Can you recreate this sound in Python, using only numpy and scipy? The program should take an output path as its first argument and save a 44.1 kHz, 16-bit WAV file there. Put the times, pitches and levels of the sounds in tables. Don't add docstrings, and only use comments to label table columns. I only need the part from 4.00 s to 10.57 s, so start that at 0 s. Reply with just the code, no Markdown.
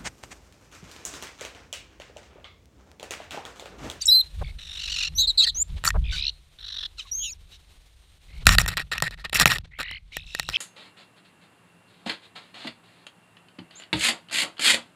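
import sys
import numpy as np
from scipy import signal
from scipy.fft import rfft, irfft
from scipy.io import wavfile

SR = 44100
rng = np.random.default_rng(int(sys.argv[2]) if len(sys.argv) > 2 else 0)


def output_pcm(signal):
    pcm = np.clip(np.atleast_2d(signal).T, -1, 1) * 32767
    wavfile.write(sys.argv[1], SR, np.round(pcm).astype(np.int16))


N = 289737

# frequency_hz, relative_db
HISS_SPECTRUM = [(150, -9.5), (300, -2), (1500, -6.5), (3900, 0), (5000, -9), (9000, -11.5), (15000, -21)]
# time_s, level_db
HISS_LEVELS = [(0, -56.5), (2.4, -63.5), (4.4, -61.5), (4.6, -64), (5.65, -81), (6.57, -58)]
# time_s, level_db
BREEZE_LEVELS = [(0, -48), (1.6, -44), (2.55, -53), (3.3, -48), (3.9, -57), (5, -46), (6.57, -51)]
# peak_s, peak_db, rise_db_per_s
FLURRIES = [(.43, -32, 90), (1.13, -31, 200), (1.72, -29, 400), (1.85, -30, 100), (1.97, -20, 250),
            (4.44, -29, 110), (4.47, -17, 900), (5.0, -39, 100), (5.46, -29, 120), (6.2, -43, 200),
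            (6.51, -43, 300)]
# frequency_hz, relative_db
AIR_SPECTRUM = [(15, -9), (47, 5.5), (85, -3.5), (113, -18), (150, -11.5), (230, -32.5), (900, -75)]
# start_s, length_ms, level_db
SCREECHES = [(0, 60, -41), (2.105, 110, -35), (2.97, 75, -45), (3.055, 55, -50), (3.51, 66, -49.5),
             (6.115, 86, -46), (6.25, 190, -50), (6.5, 160, -44)]
# time_s, pitch_hz
WHISTLES = [((-26, -34, -47, -17.5, -46), [(.016, 4500), (.024, 4670), (.045, 4430)]),
            ((-29, -28, -38, -23, -50), [(.011, 5040), (.029, 8100), (.043, 8600), (.054, 7800)]),
            ((-24, -12, -12, -26, -38), [(.054, 4860), (.059, 7230), (.066, 8700), (.073, 6800)]),
            ((-23, -32, -29, -16.5, -20), [(.066, 5380), (.1, 5490), (.118, 4850), (.145, 4590),
            (.168, 4450)]), ((-17, -13.5, -18, -27.5, -20), [(.079, 3900), (.099, 3880), (.115, 4047),
            (.207, 4105), (.218, 3670)]), ((-42, -23, -28, -13, -48), [(1.15, 5520), (1.175, 6100),
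            (1.195, 6300), (1.225, 6680)]), ((-34, -27, -21, -29.5, -46), [(1.545, 5780), (1.555, 6010),
            (1.585, 6630), (1.625, 7350), (1.631, 7440)]), ((-28, -33, -39, -24, -46), [(3.113, 5800),
            (3.13, 5760), (3.148, 6400), (3.2, 6450), (3.245, 6900), (3.285, 6450), (3.315, 7070),
            (3.338, 5200)])]
# frequency_hz, gain_db
CALL_COLOUR = [(800, -32), (2000, 2), (3000, -1.5), (4100, 7), (5500, -5), (8000, -8), (14000, -39.5)]
# start_s, length_ms, level_db
THUMPS = [(.41, 22, -34), (1.94, 34, -33)]
# (start_db, middle_db, end_db)
TRILLS = [((.432, .083, .472, 62, -2, -9, -60), (2374, 2100, 2130), (1200, 1800), (-46, -50, -52)),
          ((2.036, .11, 2.057, 71.1, 2, -16, -40), (2450, 2400, 2100), (1000, 1600), (-47, -40, -46)),
          ((2.15, .155, 2.254, 71.1, 10, -2, -40), (2250, 2550, 2950), (1600, 1400), (-43, -37, -36)),
          ((4.285, .145, 4.311, 61, 0, -9, -60), (2010, 2145, 2270), (500, 1000), (-61, -58.5, -59)),
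          ((5.708, .082, 5.73, 71, -4, -30, -30), (1770, 2100, 2240), (270, 1400), (-54, -51, -51)),
          ((5.822, .164, 5.849, 54.5, 2, -12, -30), (1850, 2000, 2140), (1050, 950), (-39, -38, -42)),
          ((6.118, .14, 6.19, 65, 0, -16, -30), (2110, 2580, 2600), (700, 1500), (-43, -46, -55)),
          ((6.26, .23, 6.467, 65, -2, -6, 5), (2650, 2650, 2700), (1200, 1300), (-49, -47, -47)),
          ((6.525, .05, 6.545, 62, 6, -9, -20), (2430, 2570, 2590), (620, 620), (-44, -24, -21))]
# (start_s, length_s, start_throbs_per_s, end_throbs_per_s, start_db, full_db, end_db,
# swell_s, shut_db, first_pitch_hz, later_pitch_hz, end_voicing_db), then frequency_hz, relative_db
RASPS = [((.585, .507, 49.7, 45.4, -43, -30, -39, .45, -12, 1880, 1400, 5), [(700, -33.5), (1850, -12.5),
         (2300, -14), (2870, -1), (3250, -7), (3900, 4.5), (4800, -16.5), (5450, -8), (6800, -15),
         (15000, -37)]), ((2.585, .285, 55.5, 42.3, -45, -36, -33, .07, -22, 1850, 1850, 3), [(700, -37.5),
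         (1740, -17), (2300, -29), (3950, 1), (4980, -26), (5590, -15.5), (6950, -38.5), (15000, -47.5)])]
# start_s, length_s, start_hz, middle_hz, end_hz, swing_hz, level_db
BUZZES = [(1.178, .088, 3915, 3916, 3600, 170, -20), (1.27, .05, 4160, 4060, 3650, 130, -19.5),
          (1.374, .05, 4180, 3880, 3790, 210, -14), (1.416, .04, 3850, 4100, 4470, 210, -19),
          (1.463, .048, 4134, 4060, 3550, 370, -22)]
# start_s, length_ms, start_hz, end_hz, source_db, slope_db_per_octave
SQUEAKS = [(1.413, 21.6, 1360, 1294, -37, -.5), (1.433, 16.4, 3320, 3110, -26, -.5),
           (1.441, 17.6, 1044, 884, -40.5, -.5), (1.463, 26.5, 1925, 1845, -40, -8),
           (2.123, 39, 1540, 1460, -33, -6), (2.982, 22, 1450, 1200, -40, -2),
           (2.998, 14, 3250, 2950, -35, -14), (3.052, 24, 1150, 1030, -35, -30)]
# start_s, strength_db
KNOCKS = [(1.473, -16), (1.839, -9), (1.852, -6), (1.904, -3), (4.456, -13.5), (4.468, 23.5), (4.491, 9),
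          (4.584, 10), (4.6, -4), (4.661, -4), (4.77, -5), (4.774, -4.5), (4.98, -4.5), (5.002, -15),
          (5.023, 8.5), (5.109, -20), (5.296, -18), (5.33, -5.5), (5.357, -4), (5.4, -9), (5.422, -2),
          (5.457, 13.5), (5.584, -11), (5.807, -14), (5.83, -12), (5.912, -15), (6.168, -4.5), (6.349, -3),
          (6.389, -18), (6.397, 0.5), (6.43, -20), (6.489, -5), (6.498, -8)]
# frequency_hz, bandwidth_hz, gain_db
HOUSING_MODES = [(140.5, 34.4, -13), (660, 400, -12.5), (1340, 263, -4.5), (1861, 115, -1),
                 (2568, 340, -4.5), (3970, 770, -4), (5556, 230, -10), (7170, 640, -8.5),
                 (12310, 9000, -12.5)]
# start_s, length_ms, strength_db, treble_db
SCRAPES = [(1.847, 42, -26.5, 3), (4.472, 80, -19.5, -5), (4.591, 25.5, -22, -1.5), (4.62, 36, -34, -25.5),
           (4.677, 9.5, -18.5, -3.5), (4.688, 51, -33, -15), (4.778, 10.2, -18.5, -32),
           (4.793, 24.7, -26.5, -15), (4.914, 26, -26, -16), (4.944, 40.6, -30.5, -27),
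           (5.027, 51.4, -27, -16.5), (5.108, 34.6, -37, -24), (5.174, 45, -43.5, -33),
           (5.241, 22, -26.5, -30), (5.325, 10, -21, -18.5), (5.343, 29.2, -18.5, -0.5),
           (5.376, 36, -21.5, -28), (5.397, 28.3, -15, -2.5), (5.427, 7.3, -21.5, -20),
           (5.46, 21.7, -16, -5.9), (5.487, 37, -22, -14.5), (5.499, 40.8, -23.5, -7),
           (5.545, 22, -26, -10), (5.787, 29, -24, -14.5), (6.5, 40, -38, -12)]
CAGE_STRIKE_S, CAGE_MODES = 1.876, [(1330, -12), (4550, -10.5)]
# time_s, pitch_hz, level_db, warble_depth_hz
SQUEAL = [(3.19, 3250, -52, 60), (3.245, 3150, -33, 280), (3.28, 2750, -40, 60), (3.312, 2400, -50, 30)]


def amp(db):
    return 10 ** (np.asarray(db) / 20)


def rms_one(x):
    return x / np.sqrt(np.mean(x ** 2) + 1e-20)


def at_hz(spectrum, hz):
    frequencies, db = np.transpose(spectrum)
    return np.interp(np.log(hz), np.log(frequencies), db)


def coloured(spectrum, size=N):
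    hz = np.maximum(np.fft.rfftfreq(size, 1 / SR), 1)
    return rms_one(irfft(rfft(rng.standard_normal(size)) * amp(at_hz(spectrum, hz)), size))


def drift(corner_hz, size=N):
    r = np.exp(-2 * np.pi * corner_hz / SR)
    return rms_one(signal.lfilter([1], [1, -2 * r, r * r], rng.standard_normal(size + 4000))[4000:])


def lowpass(x, hz):
    return signal.sosfilt(signal.butter(2, hz, fs=SR, output="sos"), x)


def span(rows):
    s, *columns = np.transpose(rows)
    at = np.arange(round(s[0] * SR), min(round(s[-1] * SR), N))
    fade = np.clip(np.minimum(at / SR - s[0], s[-1] - at / SR) / .0014, 0, 1)
    return at, [np.interp(at / SR, s, c) for c in columns], fade


def contour(values, size):
    return np.interp(np.linspace(0, len(values) - 1, size), range(len(values)), values)


def eased(size, attack_s, release_s):
    t = np.arange(size) / SR
    return np.clip(np.minimum(t / attack_s, (size / SR - t) / release_s), 0, 1)


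def bursts(rows, roundness=0.):
    out = np.zeros(N)
    for s, ms, db in rows:
        at, (turn,), fade = span([(s, 0), (s + ms / 1000, np.pi)])
        out[at] += amp(db) * fade * np.abs(np.sin(turn)) ** roundness
    return out


def phase_of(hz):
    return 2 * np.pi * np.cumsum(hz) / SR


def voice(hz, partials_db, stretch=1):
    phase = phase_of(hz)
    return np.sqrt(2) * sum(amp(db) * np.sin(k ** stretch * phase) * (k * hz < .45 * SR)
                            for k, db in enumerate(partials_db, 1))


def call_partials(hz, count, slope_db):
    return [at_hz(CALL_COLOUR, k * hz) + slope_db * np.log2(k) for k in range(1, count + 1)]


def garden():
    level = amp(np.interp(np.arange(N) / SR, *np.transpose(HISS_LEVELS)))
    insect = amp(-14 + 2.7 * drift(30)) * np.sin(phase_of(8631 + 8 * drift(40)))
    hiss = coloured(HISS_SPECTRUM) * amp(2.5 * drift(18))
    return level * (hiss + insect)


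def moving_air(fall_db_per_s=75):
    t = np.arange(N) / SR
    db = np.interp(t, *np.transpose(BREEZE_LEVELS))
    for s, peak_db, rise_db_per_s in FLURRIES:
        db = np.maximum(db, peak_db - np.maximum(rise_db_per_s * (s - t), fall_db_per_s * (t - s)))
    rumble = amp(db + 2 * drift(6.2)) * coloured(AIR_SPECTRUM)
    rustle = amp(np.minimum(db, -36) - 24 + 6 * drift(30)) * lowpass(coloured(HISS_SPECTRUM), 4500)
    return rumble + rustle


def screeches():
    return bursts(SCREECHES, roundness=.8) * coloured(RASPS[0][1]) * amp(.83 * drift(150))


def whistles(strain_hz=7400, strain_db_per_khz=-14):
    out = np.zeros(N)
    for (*levels_db, second_db, third_db), pitches in WHISTLES:
        at, (hz,), _ = span(pitches)
        size = len(at)
        db = contour(levels_db, size) + strain_db_per_khz * np.maximum(hz - strain_hz, 0) / 1000
        waver = 1 + .0097 * drift(120, size)
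        level = eased(size, attack_s=.004, release_s=.004) * amp(db + 1.8 * drift(66, size))
        out[at] += level * voice(hz * waver, [0, second_db, third_db])
    return out


def echoes(calls, t60_s=.25, level_db=-32.5):
    t = np.arange(round(.4 * SR)) / SR
    tail = coloured(CALL_COLOUR, len(t)) * amp(-60 * t / t60_s) * (t > .004)
    return amp(level_db) * signal.fftconvolve(calls, tail / np.sqrt(np.sum(tail ** 2)))[:N]


def wing_thumps():
    noise = coloured([(250, -14), (600, 5), (1500, -8), (5000, -48)])
    return bursts(THUMPS, roundness=.7) * noise * amp(drift(80))


def trills():
    out = np.zeros(N)
    for (s, length, crest_s, beats_per_s, crest_db, slope_db, change_db), *shapes in TRILLS:
        at, _, _ = span([(s, 0), (s + length, 0)])
        size, full_size = len(at), round(length * SR) + 1
        rest_hz, leap_hz, db = [contour(shape, full_size)[:size] for shape in shapes]
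        leap = np.abs(np.cos(np.pi * beats_per_s * (at / SR - crest_s))) ** 5
        hz = rest_hz + leap_hz * leap + 65 * drift(500, size)
        partials_db = call_partials(hz, count=2, slope_db=slope_db + change_db * leap)
        db = db + crest_db * leap - 22 * leap * (1 - leap) + 3.6 * drift(300, size)
        fade = eased(full_size, attack_s=.006, release_s=.006)[:size]
        out[at] += fade * amp(db) * voice(hz, partials_db)
    return out


def rasps(open_share=.85, voicing_growth_db=12):
    out = np.zeros(N)
    for (s, length, start_per_s, end_per_s, start_db, full_db, end_db,
         swell_s, shut_db, first_hz, later_hz, voicing_db), spectrum in RASPS:
        at, (db,), _ = span([(s, start_db), (s + swell_s, full_db), (s + length, end_db)])
        size = len(at)
        throb, progress = np.divmod(np.cumsum(np.linspace(start_per_s, end_per_s, size)) / SR, 1)
        noise = coloured(spectrum, size)
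        low = lowpass(noise, 3400)
        low_db, high_db = 2 * rng.standard_normal((size, 2))[throb.astype(int)].T
        high_db = high_db + .5 * (db - db.max())
        noise = amp(low_db) * low + amp(high_db) * (noise - low)
        aim_hz = np.where(throb < .4 * throb.max(), first_hz, later_hz)
        sag = .1 * (.4 - progress) - .12 * (throb == throb.max())
        hz = aim_hz * (1 + sag + .03 * drift(30, size) + .035 * drift(400, size))
        partials_db = [at_hz(spectrum, k * aim_hz) - 8 * (k == 1) for k in range(1, 6)]
        tone = amp(np.linspace(voicing_db - voicing_growth_db, voicing_db, size)) * voice(hz, partials_db)
        arch = np.abs(np.sin(np.pi * np.minimum(progress / open_share, 1))) ** .7
        gate = eased(size, attack_s=.002, release_s=.008) * (amp(shut_db) + arch)
        out[at] += gate * amp(db + 1.2 * drift(200, size)) * (noise + tone)
    return out


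def buzzes(shakes_per_s=350):
    out = np.zeros(N)
    for s, length, start_hz, middle_hz, end_hz, swing_hz, db in BUZZES:
        at, (hz,), _ = span([(s, start_hz), (s + length / 2, middle_hz), (s + length, end_hz)])
        size = len(at)
        shake = np.sin(phase_of(shakes_per_s * (1 + .12 * drift(200, size))))
        level = amp(db + 1.4 * drift(200, size)) * (1 + .3 * shake)
        hz = hz + swing_hz * shake
        lower_partials = voice(hz + 60 * drift(320, size), [0, -21], stretch=.92)
        top_partial = voice(3.1 * (hz + 150 * drift(600, size)), [-36])
        fade = eased(size, attack_s=.008, release_s=.3 * length)
        out[at] += fade * level * (lower_partials + top_partial)
    return out


def squeaks():
    out = np.zeros(N)
    for s, ms, start_hz, end_hz, db, slope_db in SQUEAKS:
        at, (hz, turn), _ = span([(s, start_hz, 0), (s + ms / 1000, end_hz, np.pi)])
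        level = amp(db + 2.8 * drift(150, len(at))) * np.abs(np.sin(turn)) ** .2
        partials_db = call_partials(hz, count=6, slope_db=slope_db)
        out[at] += level * voice(hz + 30 * drift(420, len(at)), partials_db)
    return out


def knocks(decay_s=.0011):
    force, t = np.zeros(N), np.arange(600) / SR
    for s, db in KNOCKS:
        at = round(s * SR)
        force[at:at + len(t)] += amp(db - 13) * rng.standard_normal(len(t)) * np.exp(-t / decay_s)
    return force


def housing(force, treble_force):
    out = np.zeros(N)
    for k, (hz, width_hz, db) in enumerate(HOUSING_MODES):
        r = np.exp(-np.pi * width_hz / SR)
        drive = force if hz < 5000 else treble_force
        ring = signal.lfilter([1, 0, -1], [1, -2 * r * np.cos(2 * np.pi * hz / SR), r * r], drive)
        out += (-1) ** k * amp(db + 2.8 * drift(40)) * np.sqrt(1 - r) * ring
    return out


def jolts(band_hz=(60, 170), fall_db_per_s=110):
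    s, db = np.transpose(KNOCKS)
    kicks = np.zeros(N)
    kicks[(s * SR).astype(int)] = amp(1.4 * db - 52)
    envelope = signal.lfilter([1], [1, -amp(-fall_db_per_s / SR)], kicks)
    band = signal.butter(4, band_hz, "band", fs=SR, output="sos")
    return envelope * rms_one(signal.sosfilt(band, rng.standard_normal(N)))


def scrapes(snags_per_s=500):
    def grip(rows):
        pressure = bursts(rows)
        return np.maximum(pressure, signal.lfilter([.005], [1, -.995], pressure))

    slips = rng.standard_normal(N) * amp(3.5 * drift(180))
    snags = 1 + 4 * (rng.random(N) < snags_per_s / SR)
    low_grip = grip([row[:3] for row in SCRAPES])
    treble_grip = grip([(s, ms, db + treble_db) for s, ms, db, treble_db in SCRAPES])
    return amp(-9) * slips * np.sqrt(snags) * low_grip, amp(-1.5) * slips * snags * treble_grip


def cage_ring(rise_s=.0013):
    out, t = np.zeros(N), np.arange(600) / SR
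    at = round(CAGE_STRIKE_S * SR)
    envelope = t / rise_s * np.exp(1 - t / rise_s)
    for hz, db in CAGE_MODES:
        out[at:at + len(t)] += amp(db) * envelope * np.sin(2 * np.pi * hz * t)
    return out


def squeal(warbles_per_s=150):
    at, (hz, db, warble_hz), fade = span(SQUEAL)
    t, size = at / SR, len(at)
    whistle_hz = np.interp(t, *np.transpose(WHISTLES[-1][1]))
    hz = hz + warble_hz * np.sin(2 * np.pi * warbles_per_s * t) + 25 * drift(400, size)
    combination = voice(whistle_hz - hz, [0]) + voice(whistle_hz + hz, [-14])
    level = fade * amp(db + 1.5 * drift(200, size))
    out = np.zeros(N)
    out[at] = level * (voice(hz, [0, -6]) + np.linspace(0, 1, size) * combination)
    return out


def scene():
    calls = whistles() + buzzes() + trills() + squeal() + squeaks() + rasps() + screeches()
    birds = calls + echoes(calls)
    blows = knocks()
    friction, friction_treble = scrapes()
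    contacts = housing(blows + friction, amp(-2.5) * blows + friction_treble) + cage_ring() + jolts()
    return (birds + contacts + moving_air() + wing_thumps() + garden())[None]


def record(dry):
    treble_cut = signal.cheby2(12, 80, 16900, fs=SR, output="sos")
    return signal.sosfilt(treble_cut, np.clip(dry, -.87, .87))


dry = scene()
out = record(dry)
output_pcm(out)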